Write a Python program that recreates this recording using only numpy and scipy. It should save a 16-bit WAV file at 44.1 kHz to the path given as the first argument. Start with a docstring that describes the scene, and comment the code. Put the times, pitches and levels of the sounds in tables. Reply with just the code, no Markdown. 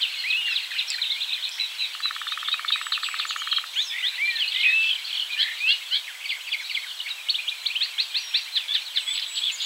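"""Spring woodland. From the start, songbirds near and far chirp and whistle, each note a gliding tone of the
syrinx trailing echoes off the trunks. Two bill snaps and a high trill lead up to a woodpecker, which
drums one long roll on a dead limb from about 2 to 3.6 s, every blow a short, choked ring. The birds
sing on with warbles and rattles, then loud sweeps, and close on harsh buzzes after 9 s. Under it all
lie a distant chorus and the faint hiss and whine of air and circuits."""
import sys
import numpy as np
from scipy import signal
from scipy.fft import rfft, irfft, next_fast_len
from scipy.io import wavfile
from scipy.ndimage import uniform_filter1d, map_coordinates

SR = 44100
rng = np.random.default_rng(int(sys.argv[2]) if len(sys.argv) > 2 else 0)


def transcribe(signal):
    """Save signal, clipped to [-1, 1], as a 16-bit WAV file at the path in sys.argv[1]."""
    frames = np.atleast_2d(signal).T
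    limited = np.clip(frames, -1, 1)
    pcm = np.round(limited * 32767).astype(np.int16)
    wavfile.write(sys.argv[1], SR, pcm)


N = 425565

# The landmarks of the roll. Each entry: a blow number, counted from 0.
LANDMARK_BLOWS = [0, 3, 8, 15, 18, 30, 31]
# The roll at those landmarks. Each row: time in seconds, relative level in dB.
ROLL_SHAPE = [(1.951, -24), (2.1105, -18.5), (2.377, -19), (2.7598, -18), (2.9224, -18.5), (3.5846, -18),
              (3.641, -22)]
# The ring of the dead limb. Each row: frequency in Hz, relative level in dB.
LIMB_MODES = [(1190, -6), (1290, 0), (1440, -7), (1760, -3), (2240, -9)]


def woodpecker_roll(pace_slip_s=.0007, force_slip_db=.7):
    """Each blow rings the limb for a few cycles; soft dead wood chokes it. The roll swells and slows."""
    number = np.arange(LANDMARK_BLOWS[-1] + 1)
    starts, levels = (np.interp(number, LANDMARK_BLOWS, column) for column in np.transpose(ROLL_SHAPE))
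    slip = rng.standard_normal((len(number), 2))
    starts += pace_slip_s * slip[:, 0]
    levels += force_slip_db * slip[:, 1]
    out, t = np.zeros(N), np.arange(SR // 30) / SR
    attack = 1 - np.exp(-t / .0003)
    choke = np.exp(-(t / .0038) ** 4)
    tail = amp(-15 - 60 * t / .05)
    for start, db in zip(starts, levels):
        ring = sum(amp(mode_db + rng.normal(0, .8)) * np.sin(2 * np.pi * hz * t)
                   for hz, mode_db in LIMB_MODES)
        out[round((start - .001) * SR):][:len(t)] += amp(db - 5) * attack * (choke + tail) * ring
    return filtered(out, lambda f: 1 / (1 + (1110 / (f + 1)) ** 12))  # a slim limb radiates no bass


# The strokes of each syllable. Each row: delay and length in seconds, first, middle and last pitch
# in Hz, level in dB against the syllable.
SYLLABLE_STROKES = { "dive": [(0, 0.0148, 4154, 3845, 3500, 0), (.014, .021, 3424, 2945, 2420, -6)],
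                    "low hook": [(0, .012, 2035, 1920, 1690, 1), (.04, 0.0228, 1380, 1870, 2200, -5)],
                    "swing": [(0, 0.024, 3195, 3785, 4190, 0), (.022, 0.016, 4066, 3570, 3300, -2)],
                    "plateau": [(0, .07, 3914, 3993, 3684, 0), (.003, 0.074, 2660, 2665, 2450, -10.5)],
                    "stutter": [(0, 0.015, 3610, 3585, 3480, 0.5), (.038, 0.028, 3645, 3830, 3770, 2),
                    (.048, .028, 2580, 2520, 2500, -6), (.002, .014, 4320, 4220, 4100, -8),
                    (.002, .014, 3000, 2910, 2780, -11), (.04, .018, 4350, 4450, 4400, -11),
                    (.04, .018, 3110, 3150, 3090, -6)], "rasp": [(0, .022, 4160, 3820, 3000, 0),
                    (.023, 0.028, 3100, 2730, 2600, -4.5), (.01, .032, 4500, 4000, 3300, -7)],
                    "double chip": [(0, .021, 3253, 3210, 2740, 0.5), (0, 0.015, 4270, 4025, 3690, -1.5)],
                    "climb": [(0, .062, 2806, 3415, 3870, 0), (.057, 0.012, 4030, 4000, 4000, -5)],
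                    "slash": [(0, 0.013, 6600, 6240, 5500, 0)], "upturn": [(0, 0.012, 1970, 2230, 2550, 0)],
                    "hook": [(0, 0.017, 4050, 4100, 3450, 0)], "flick": [(0, .011, 4100, 4280, 4670, 0)],
                    "rattle": [(-.007, 0.0074, 4420, 3980, 3700, -10.5), (0, .012, 3674, 3200, 2917, 0)],
                    "kick": [(0, .068, 2800, 3220, 3380, -0.5), (0.032, .03, 3300, 3620, 4400, -1),
                    (.014, 0.037, 4120, 4180, 4700, -5.5), (0.0015, 0.035, 4500, 4780, 4950, -19.5)],
                    "tumble": [(0.0008, .026, 3100, 2550, 2050, -8.5), (.01, 0.0205, 4800, 4450, 4700, -15),
                    (.054, 0.01414, 3500, 3250, 2700, 0), (.067, .024, 2650, 2250, 2060, -3),
                    (.062, 0.02, 4800, 4500, 3800, -12)], "droop": [(0, .013, 2200, 2213, 1940, 0.5),
                    (.013, 0.0272, 1880, 1625, 1400, -11.5)], "whip": [(0, .018, 2800, 3350, 3900, 0)],
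                    "tall whip": [(0, .013, 2910, 3500, 4190, 0), (.013, .006, 4300, 4400, 4400, -0.56)],
                    "low whip": [(0.0012, .02, 2400, 2500, 2860, 0)],
                    "sweep": [(0.0019, .032, 3050, 3850, 4400, 0), (0.035, .014, 4450, 4650, 4750, -8.5),
                    (0.0035, 0.044, 2420, 2640, 2880, -14.5)], "stab": [(0, .022, 4200, 3650, 3350, -1),
                    (0.014, .016, 3350, 3150, 2950, -5), (.037, 0.0176, 2950, 2750, 2550, -15),
                    (0.0046, 0.016, 4750, 4600, 4900, -16.5), (0.0072, 0.013, 4350, 3600, 3800, -3)],
                    "arc": [(0, 0.071, 3280, 3433, 3550, 0.2), (.06, .04, 3470, 3100, 2500, -2.2)],
                    "thin song": [(-.02, .08, 8090, 8050, 7990, -10), (.062, .115, 7950, 7880, 7850, -3),
                    (.265, .19, 7780, 7790, 7760, -4), (.517, 0.016, 6330, 7000, 7250, -1.5),
                    (.534, 0.029, 7250, 6830, 6250, 0), (.617, .015, 6300, 6900, 7100, -3),
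                    (.632, 0.024, 7100, 6740, 6400, -3)]}
# The cues for each syllable. Each row: start in seconds, level in dB.
SYLLABLE_CUES = { "dive": [(.02, -21.5), (.303, -23), (.556, -21.5), (.787, -22), (1.017, -21.5)],
                 "low hook": [(.476, -33), (.709, -32), (.941, -35)], "swing": [(1.097, -26),
                 (1.208, -27.5), (1.318, -25.5), (1.427, -26.5)], "plateau": [(1.593, -27.5), (1.788, -26),
                 (2.023, -27)], "stutter": [(2.274, -29), (2.479, -24.5), (2.682, -22.5)],
                 "rasp": [(2.922, -23), (3.028, -25.5), (3.188, -26), (3.29, -29.5)],
                 "double chip": [(3.47, -29.5), (3.515, -22.5), (3.564, -23)], "climb": [(3.76, -22),
                 (4.027, -24)], "slash": [(3.74, -44), (3.822, -41), (3.837, -40), (3.851, -39)],
                 "upturn": [(3.963, -34), (3.982, -31), (4.005, -30.5)], "hook": [(4.249, -36), (4.3, -30),
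                 (4.356, -24.5)], "flick": [(4.397, -32), (4.477, -31.5), (5.047, -31)],
                 "kick": [(5.378, -22.5), (5.666, -23), (5.911, -23)], "tumble": [(6.241, -24),
                 (6.466, -25), (6.693, -23.5)], "droop": [(6.075, -34), (6.347, -35.5), (6.598, -35),
                 (6.835, -33), (7.057, -35)], "whip": [(7.343, -23), (7.478, -22.5)],
                 "tall whip": [(7.288, -22), (7.657, -23.5)], "low whip": [(7.386, -29.5), (7.7, -30.5)],
                 "sweep": [(7.806, -22.5), (7.98, -21), (8.143, -21.5), (8.337, -20.5)],
                 "stab": [(8.558, -21), (8.741, -19.5), (8.961, -20.5)], "arc": [(9.062, -29.5),
                 (9.412, -25.5)], "thin song": [(2.75, -39), (9.0, -35)]}
# One-off notes. Each row: start and length in seconds, first, middle and last pitch in Hz, level in dB.
SINGLE_NOTES = [(.009, 0.054, 3300, 2974, 2610, -24.5), (.115, .039, 3460, 2710, 2500, -35.5),
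                (.495, 0.058, 4240, 3880, 3330, -32.5), (.509, 0.048, 5610, 4960, 4500, -41),
                (0.739, 0.094, 3200, 2715, 2350, -32), (.877, .1, 5770, 4440, 4090, -32.5),
                (1.045, 0.038, 3850, 3740, 3730, -29), (1.275, 0.038, 3700, 3840, 3630, -30.5),
                (1.28, 0.097, 2450, 2550, 2390, -35), (1.45, .062, 2470, 2420, 2440, -41.5),
                (3.135, 0.045, 2985, 2800, 2550, -37), (2.444, .027, 3630, 3420, 3090, -32),
                (3.77, 0.064, 6900, 6700, 6420, -47), (3.864, 0.038, 5690, 5200, 5060, -36.5),
                (3.884, 0.055, 3770, 3450, 3460, -33.5), (3.911, 0.068, 1800, 1894, 2000, -39),
                (4.023, 0.047, 2023, 1960, 1900, -35), (4.131, 0.041, 3600, 4000, 4460, -37.5),
                (4.386, 0.067, 3620, 3050, 2440, -24), (4.455, 0.046, 2750, 2910, 2900, -34),
                (4.544, 0.088, 1970, 2100, 2220, -31), (4.548, 0.032, 3950, 3680, 3550, -31.5),
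                (4.66, 0.081, 3300, 3680, 3780, -31), (4.881, 0.058, 3450, 3240, 2980, -24),
                (5.294, 0.078, 2530, 2440, 2390, -33.5), (5.362, 0.056, 1720, 1786, 1800, -36.5),
                (6.888, 0.038, 3800, 3150, 2870, -36.5), (6.993, 0.024, 3770, 2920, 4030, -28.5),
                (7.068, 0.026, 2340, 2610, 4450, -30.5), (7.103, 0.02, 4160, 3820, 3790, -28.5),
                (7.515, 0.022, 2480, 2420, 2420, -33), (7.752, 0.0257, 2400, 2970, 3260, -26.5),
                (8.524, 0.04, 4200, 4050, 3980, -32.5), (8.686, 0.049, 3440, 3430, 3610, -24.5),
                (8.854, 0.037, 4580, 4100, 3600, -34.5), (9.125, 0.057, 2080, 2200, 2290, -48),
                (9.574, .033, 4600, 4990, 4900, -40)]
# Runs of falling strokes. Each row: start, length and spacing in seconds, level in dB.
RATTLE_RUNS = [(4.518, .14, .0213, -25), (4.815, .15, .023, -26), (5.104, .125, .0227, -25)]


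def near_bird_notes(rattle_ends_db=-4):
    """Every stroke of the near birds as rows for chirps(): single notes, syllables and rattles."""
    rattles = [(start + delay, db + rattle_ends_db * (2 * delay / length - 1) ** 2)
               for start, length, spacing, db in RATTLE_RUNS for delay in np.arange(0, length, spacing)]
    cues = {**SYLLABLE_CUES, "rattle": rattles}
    return SINGLE_NOTES + [(start + delay, *shape, db + stroke_db)
                           for name in cues for start, db in cues[name]
                           for delay, *shape, stroke_db in SYLLABLE_STROKES[name]]


def chirps(notes):
    """Each syrinx note bends along a parabola, swelling and fading almost evenly."""
    out = np.zeros(N)
    for start, length, first, middle, last, db in notes:
        reach = .00312 / length  # soft ends reach a little past the body of the note
        u = np.linspace(-reach, 1 + reach, round((length + .00553) * SR))
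        hz = first * (1 - u) + last * u + 4 * u * (1 - u) * (middle - (first + last) / 2)
        swell = np.abs(np.sin(np.pi * np.linspace(0, 1, len(u)) ** 1.055)) ** .55
        add_tone(out, start - .003, hz, amp(db) * swell)
    return out


# Phrases sung on both sides of the syrinx. Each row: start and end in seconds.
TWO_VOICED_PHRASES = [(3.75, 4.1), (5.35, 6), (7.79, 9.05)]
# Their extra tones. Each row: multiple of the pitch, level in dB against a note sung at -20 dB.
MIXING_TONES = [(1 / 2, -19), (2 / 3, -16), (4 / 3, -28)]


def side_tones(notes):
    """The two voices mix into tones around the pitch, growing faster than the note itself."""
    voiced = [note for note in notes if any(start < note[0] < end for start, end in TWO_VOICED_PHRASES)]
    return chirps((start, length, k * first, k * middle, k * last, db + tone_db + .8 * (db + 20))
                  for start, length, first, middle, last, db in voiced for k, tone_db in MIXING_TONES)


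# Phrases with a rasp. Each row: start and end in seconds, added depth of the time shake in ms.
RASP_PHRASES = [(0, 1.03, .02), (1.04, 1.09, .06), (1.27, 1.31, .06), (1.55, 2.1, .018), (2.25, 2.85, .035),
                (2.9, 3.35, .09), (5.35, 6, .02), (7.8, 9.02, .022), (9.14, 9.65, .04)]


def breath_rasp(song):
    """Breath flutters the level; a shake near 125 Hz roughens the pitch, most in rasping phrases."""
    t = np.arange(N) / SR
    depth_ms = .007 + sum(ms * ((start < t) & (t < end)) for start, end, ms in RASP_PHRASES)
    depth_ms = uniform_filter1d(depth_ms, size=500)
    shake = np.sin(2 * np.pi * np.cumsum(125 + 25 * wobble(40)) / SR)
    flutter = amp(2.52 * wobble(260))
    return flutter * map_coordinates(song, [np.arange(N) + depth_ms * SR / 1000 * shake])


# One contour per whistle. Each row: time in seconds, pitch in Hz, level in dB.
WHISTLE_CONTOURS = [
    [(.237, 1910, -30), (.278, 2484, -27.5), (.359, 2620, -24.5), (.377, 2904, -26.5), (.507, 2750, -30),
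     (.536, 2556, -25.5)],
    [(4.179, 1920, -33), (4.225, 2323, -23), (4.295, 2390, -20.5), (4.327, 2240, -43)],
    [(4.275, 1985, -33), (4.399, 1734, -38.5)],
    [(4.632, 2790, -20), (4.642, 2235, -21.5), (4.65, 2806, -22), (4.657, 2500, -16.5), (4.666, 2504, -20),
     (4.76, 2640, -21.5), (4.91, 2650, -28)],
    [(5.602, 2370, -30), (5.696, 2740, -19.5), (5.741, 2935, -25.5), (5.76, 2730, -54)],
    [(8.197, 5820, -45), (8.255, 5610, -41.5), (8.33, 5510, -46), (8.37, 5570, -46), (8.46, 5650, -57)],
]


def whistles():
    """Held syrinx notes follow their contours, with soft ends."""
    out = np.zeros(N)
    for contour in WHISTLE_CONTOURS:
        times, hz, db = np.transpose(contour)
        t = np.arange(times[0], times[-1], 1 / SR)
        fade = np.clip(np.minimum(t - t[0], t[-1] - t) / .0024, 0, 1)
        glide = uniform_filter1d(np.interp(t, times, hz), size=120)
        add_tone(out, times[0], glide, amp(np.interp(t, times, db)) * fade)
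    return out


# Wavering notes. Each row: start and length in seconds, first and last pitch in Hz, waver rate in Hz
# (negative dips first), waver depth in Hz, level in dB.
WARBLE_NOTES = [(3.385, .07, 3150, 3000, -22, 190, -33), (4.635, .105, 2050, 1900, 55, 130, -31),
                (5.413, .13, 1880, 2000, 34.5, 200, -31.5)]


def warbles():
    """Low notes slide under a wide waver."""
    out = np.zeros(N)
    for start, length, first, last, waver_hz, depth_hz, db in WARBLE_NOTES:
        t = np.arange(0, length, 1 / SR)
        hz = first + (last - first) * t / length + depth_hz * np.sin(2 * np.pi * waver_hz * t)
        add_tone(out, start, hz, amp(db) * np.sin(np.pi * t / length) ** .51)
    return out


# The closing buzzes. Each row: start and length in seconds, relative level in dB.
BUZZ_CUES = [(9.148, 0.052, -31), (9.218, 0.027, -31), (9.359, 0.034, -29.5), (9.428, 0.033, -36),
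             (9.6, .05, -30.5)]


def buzzes():
    """Each harsh note is an uneven, sinking rush of tiny falling strokes."""
    strokes = []
    for start, length, db in BUZZ_CUES:
        for delay, (late, detune, force) in zip(np.arange(0, length, .0015), rng.normal(size=(40, 3))):
            hz = (3750 - 6000 * delay) * (1 + (.06 + delay) * detune)
            stroke_db = db - 3 - 60 * delay + 2 * force
            strokes.append((start + delay + .002 * late, .005, 1.1 * hz, hz, .9 * hz, stroke_db))
    return chirps(strokes)


# The high trill. In order: start, spacing and note length in seconds, first, middle and last pitch
# in Hz, opening level in dB.
HIGH_TRILL = (1.515, .0195, .016, 4950, 5400, 5900, -39)


def trill(count=11, fade_db=1.9):
    """A fading run of quick rising notes."""
    start, spacing, *shape, db = HIGH_TRILL
    return chirps((start + k * spacing, *shape, db - fade_db * k) for k in range(count))


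# The bill snaps. Each row: start in seconds, relative level in dB.
SNAP_CUES = [(0.9043, -16.5), (1.493, -27)]
# The ring of a snap. Each row: frequency in Hz, relative level in dB, time to fall 60 dB in seconds.
SNAP_MODES = [(7480, -1.5, 0.0097), (5300, -1, 0.0049), (10000, -15, .006)]


def bill_snaps():
    """A bill shuts with a hard click of three brief rings."""
    out, t = np.zeros(N), np.arange(SR // 50) / SR
    ring = sum(amp(db - 60 * t / t60) * np.sin(2 * np.pi * hz * t) for hz, db, t60 in SNAP_MODES)
    attack = 1 - np.exp(-t / .00062)
    for start, db in SNAP_CUES:
        out[round((start - .0015) * SR):][:len(t)] += amp(db + 8) * ring * attack
    return out


# The fader ride of the distant chorus. Each row: time in seconds, relative level in dB.
CHORUS_RIDE = [(0.0, -28.5), (0.48, -30.5), (0.56, -30.5), (2.79, -32.5), (3.33, -32.5), (3.79, -34.5),
               (4.78, -28.5), (4.939, -29), (5.94, -34.5), (8.49, -34.5), (9.65, -33.5)]
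# The tone of its wash. Each row: frequency in Hz, relative spectral level in dB.
WASH_SPECTRUM = [(880, -42.5), (1500, -7), (2740, -6), (3190, 5.5), (3970, -6), (4980, -12), (6000, -23),
                 (7800, -65), (13200, -120)]


def far_chorus(count=1500):
    """Many faint notes of distant birds, and the wash into which the farthest merge."""
    when, size, height = rng.random((count, 3)).T
    bend, db = rng.normal(0, (330, 3), (count, 2)).T
    hz = 2150 + 2250 * height
    chatter = chirps(zip(when * N / SR, .007 + .03 * size ** 2, hz - bend, hz, hz + .6 * bend, db))
    wash = filtered(rng.standard_normal(N), lambda f: amp(along(WASH_SPECTRUM, f)))
    ride = amp(np.interp(np.arange(N) / SR, *np.transpose(CHORUS_RIDE)))
    return ride * amp(-7.5) * unit(chatter), ride * amp(-9.5) * unit(wash)


def twitters(count=260, low_hz=4400, high_hz=7000, level_db=-57):
    """Small birds high in the crowns: faint, short, high notes, mostly falling."""
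    when, size, height = rng.random((count, 3)).T
    bend, db = rng.normal((200, level_db), (250, 4), (count, 2)).T
    hz = low_hz + (high_hz - low_hz) * height ** 2
    return chirps(zip(when * N / SR, .008 + .03 * size ** 2, hz + bend, hz, hz - bend, db))


# The woodland reverb. Each row: frequency in Hz, time to fall 60 dB in seconds.
ECHO_DECAY = [(1000, 0.36), (3000, 0.18), (8000, 0.34)]


def trunk_echoes(x, size=16384):
    """Trunks scatter echoes, as mid and side; the air moves, so each stretch meets a new pattern."""
    out, x = np.zeros((2, N + 2 * SR)), np.pad(x, size)
    for i in range(0, N + size, size // 2):
        hz, t, noise = signal.stft(rng.standard_normal((2, SR // 3)), SR, nperseg=256)
        tail = signal.istft(noise * amp(-60 * t / along(ECHO_DECAY, hz)[:, None]), SR, nperseg=256)[1]
        stretch = x[None, i:i + size] * np.hanning(size)
        wet = signal.fftconvolve(stretch, tail / np.linalg.norm(tail[0]), axes=1)
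        out[:, i + 200:][:, :wet.shape[1]] += wet
    return out[:, size:size + N]


# The tone of the noise floor. Each row: frequency in Hz, relative spectral level in dB.
HISS_SPECTRUM = [(25, -23.5), (200, -23.5), (500, -1), (1000, 9.5), (2000, 7.5), (5000, 6.5), (7900, 5),
                 (8200, 4), (15800, -2)]


def hiss():
    """Air and circuit noise as mid and side, with a wavering whine and a thin steady tone in the mid."""
    t = np.arange(N) / SR
    air = unit(filtered(rng.standard_normal((2, N)), lambda f: amp(along(HISS_SPECTRUM, f))))
    beating_pair = np.sin(2 * np.pi * 7813 * t) * np.cos(2 * np.pi * 12 * t)
    narrow_noise = unit(filtered(rng.standard_normal(N), lambda f: 1 / (1 + ((f - 7830) / 25) ** 2)))
    whine = .55 * narrow_noise + 2.3 * beating_pair
    thin_tone = np.sin(2 * np.pi * 15625 * t)
    air[0] += amp(-14.5) * whine + amp(-25) * thin_tone
    return amp(-45.5) * air


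def add_tone(out, start, hz, gain):
    """Adds a syrinx tone, a sine with a weak overtone, at start seconds."""
    phase = 2 * np.pi * np.cumsum(hz) / SR
    part = out[max(round(start * SR), 0):][:len(hz)]
    part += (2 ** .5 * gain * (np.sin(phase) + amp(-40) * np.sin(2 * phase)))[:len(part)]


def amp(db):
    return 10 ** (np.asarray(db) / 20)


def unit(x):
    return x / np.sqrt(np.mean(x ** 2) + 1e-20)


def along(points, hz):
    """Reads a curve of (Hz, value) points on a log frequency axis."""
    f, values = np.transpose(points)
    return np.interp(np.log(hz + 1), np.log(f + 1), values)


def filtered(x, response):
    """Shapes x by a gain that depends on frequency in Hz."""
    size = next_fast_len(N + SR // 2)
    return irfft(rfft(x, size) * response(np.fft.rfftfreq(size, 1 / SR)), size)[..., :N]


def wobble(rate):
    """A smooth random curve, rate knots a second."""
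    knots = rng.standard_normal(int(N * rate / SR) + 4)
    return unit(map_coordinates(knots, [np.arange(N) * rate / SR]))


# The stereo width. Each row: frequency in Hz, gain of the side channel in dB.
STEREO_WIDTH = [(30, -10), (90, -6), (300, -0.5), (700, -4), (1500, -10), (3000, -18.5), (6000, -54)]


def scene(rasp_below_hz=4800):
    """Birds and drumming sit in the centre; echoes, wash and hiss spread around them."""
    chatter, wash = far_chorus()
    notes = near_bird_notes()
    low = chirps(note for note in notes if note[3] < rasp_below_hz)  # split by middle pitch
    high = chirps(note for note in notes if note[3] >= rasp_below_hz)
    rough = breath_rasp(low + side_tones(notes) + buzzes() + chatter)
    songs = rough + high + twitters() + trill() + warbles() + whistles()
    knocks = woodpecker_roll() + bill_snaps()
    echo = trunk_echoes(amp(-5) * songs + amp(-2) * chatter + amp(-13.5) * knocks)
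    mid, side = echo + hiss() + [songs + knocks + wash, amp(-4.5) * np.roll(wash, 3000)]
    side = filtered(side, lambda f: amp(along(STEREO_WIDTH, f))) - .02 * mid  # leans a touch right
    return np.array([mid + side, mid - side])


def record(dry):
    """A hard band limit cuts the very top of the treble."""
    return filtered(dry, lambda hz: hz < 15800)


dry = scene()
out = record(dry)
transcribe(out)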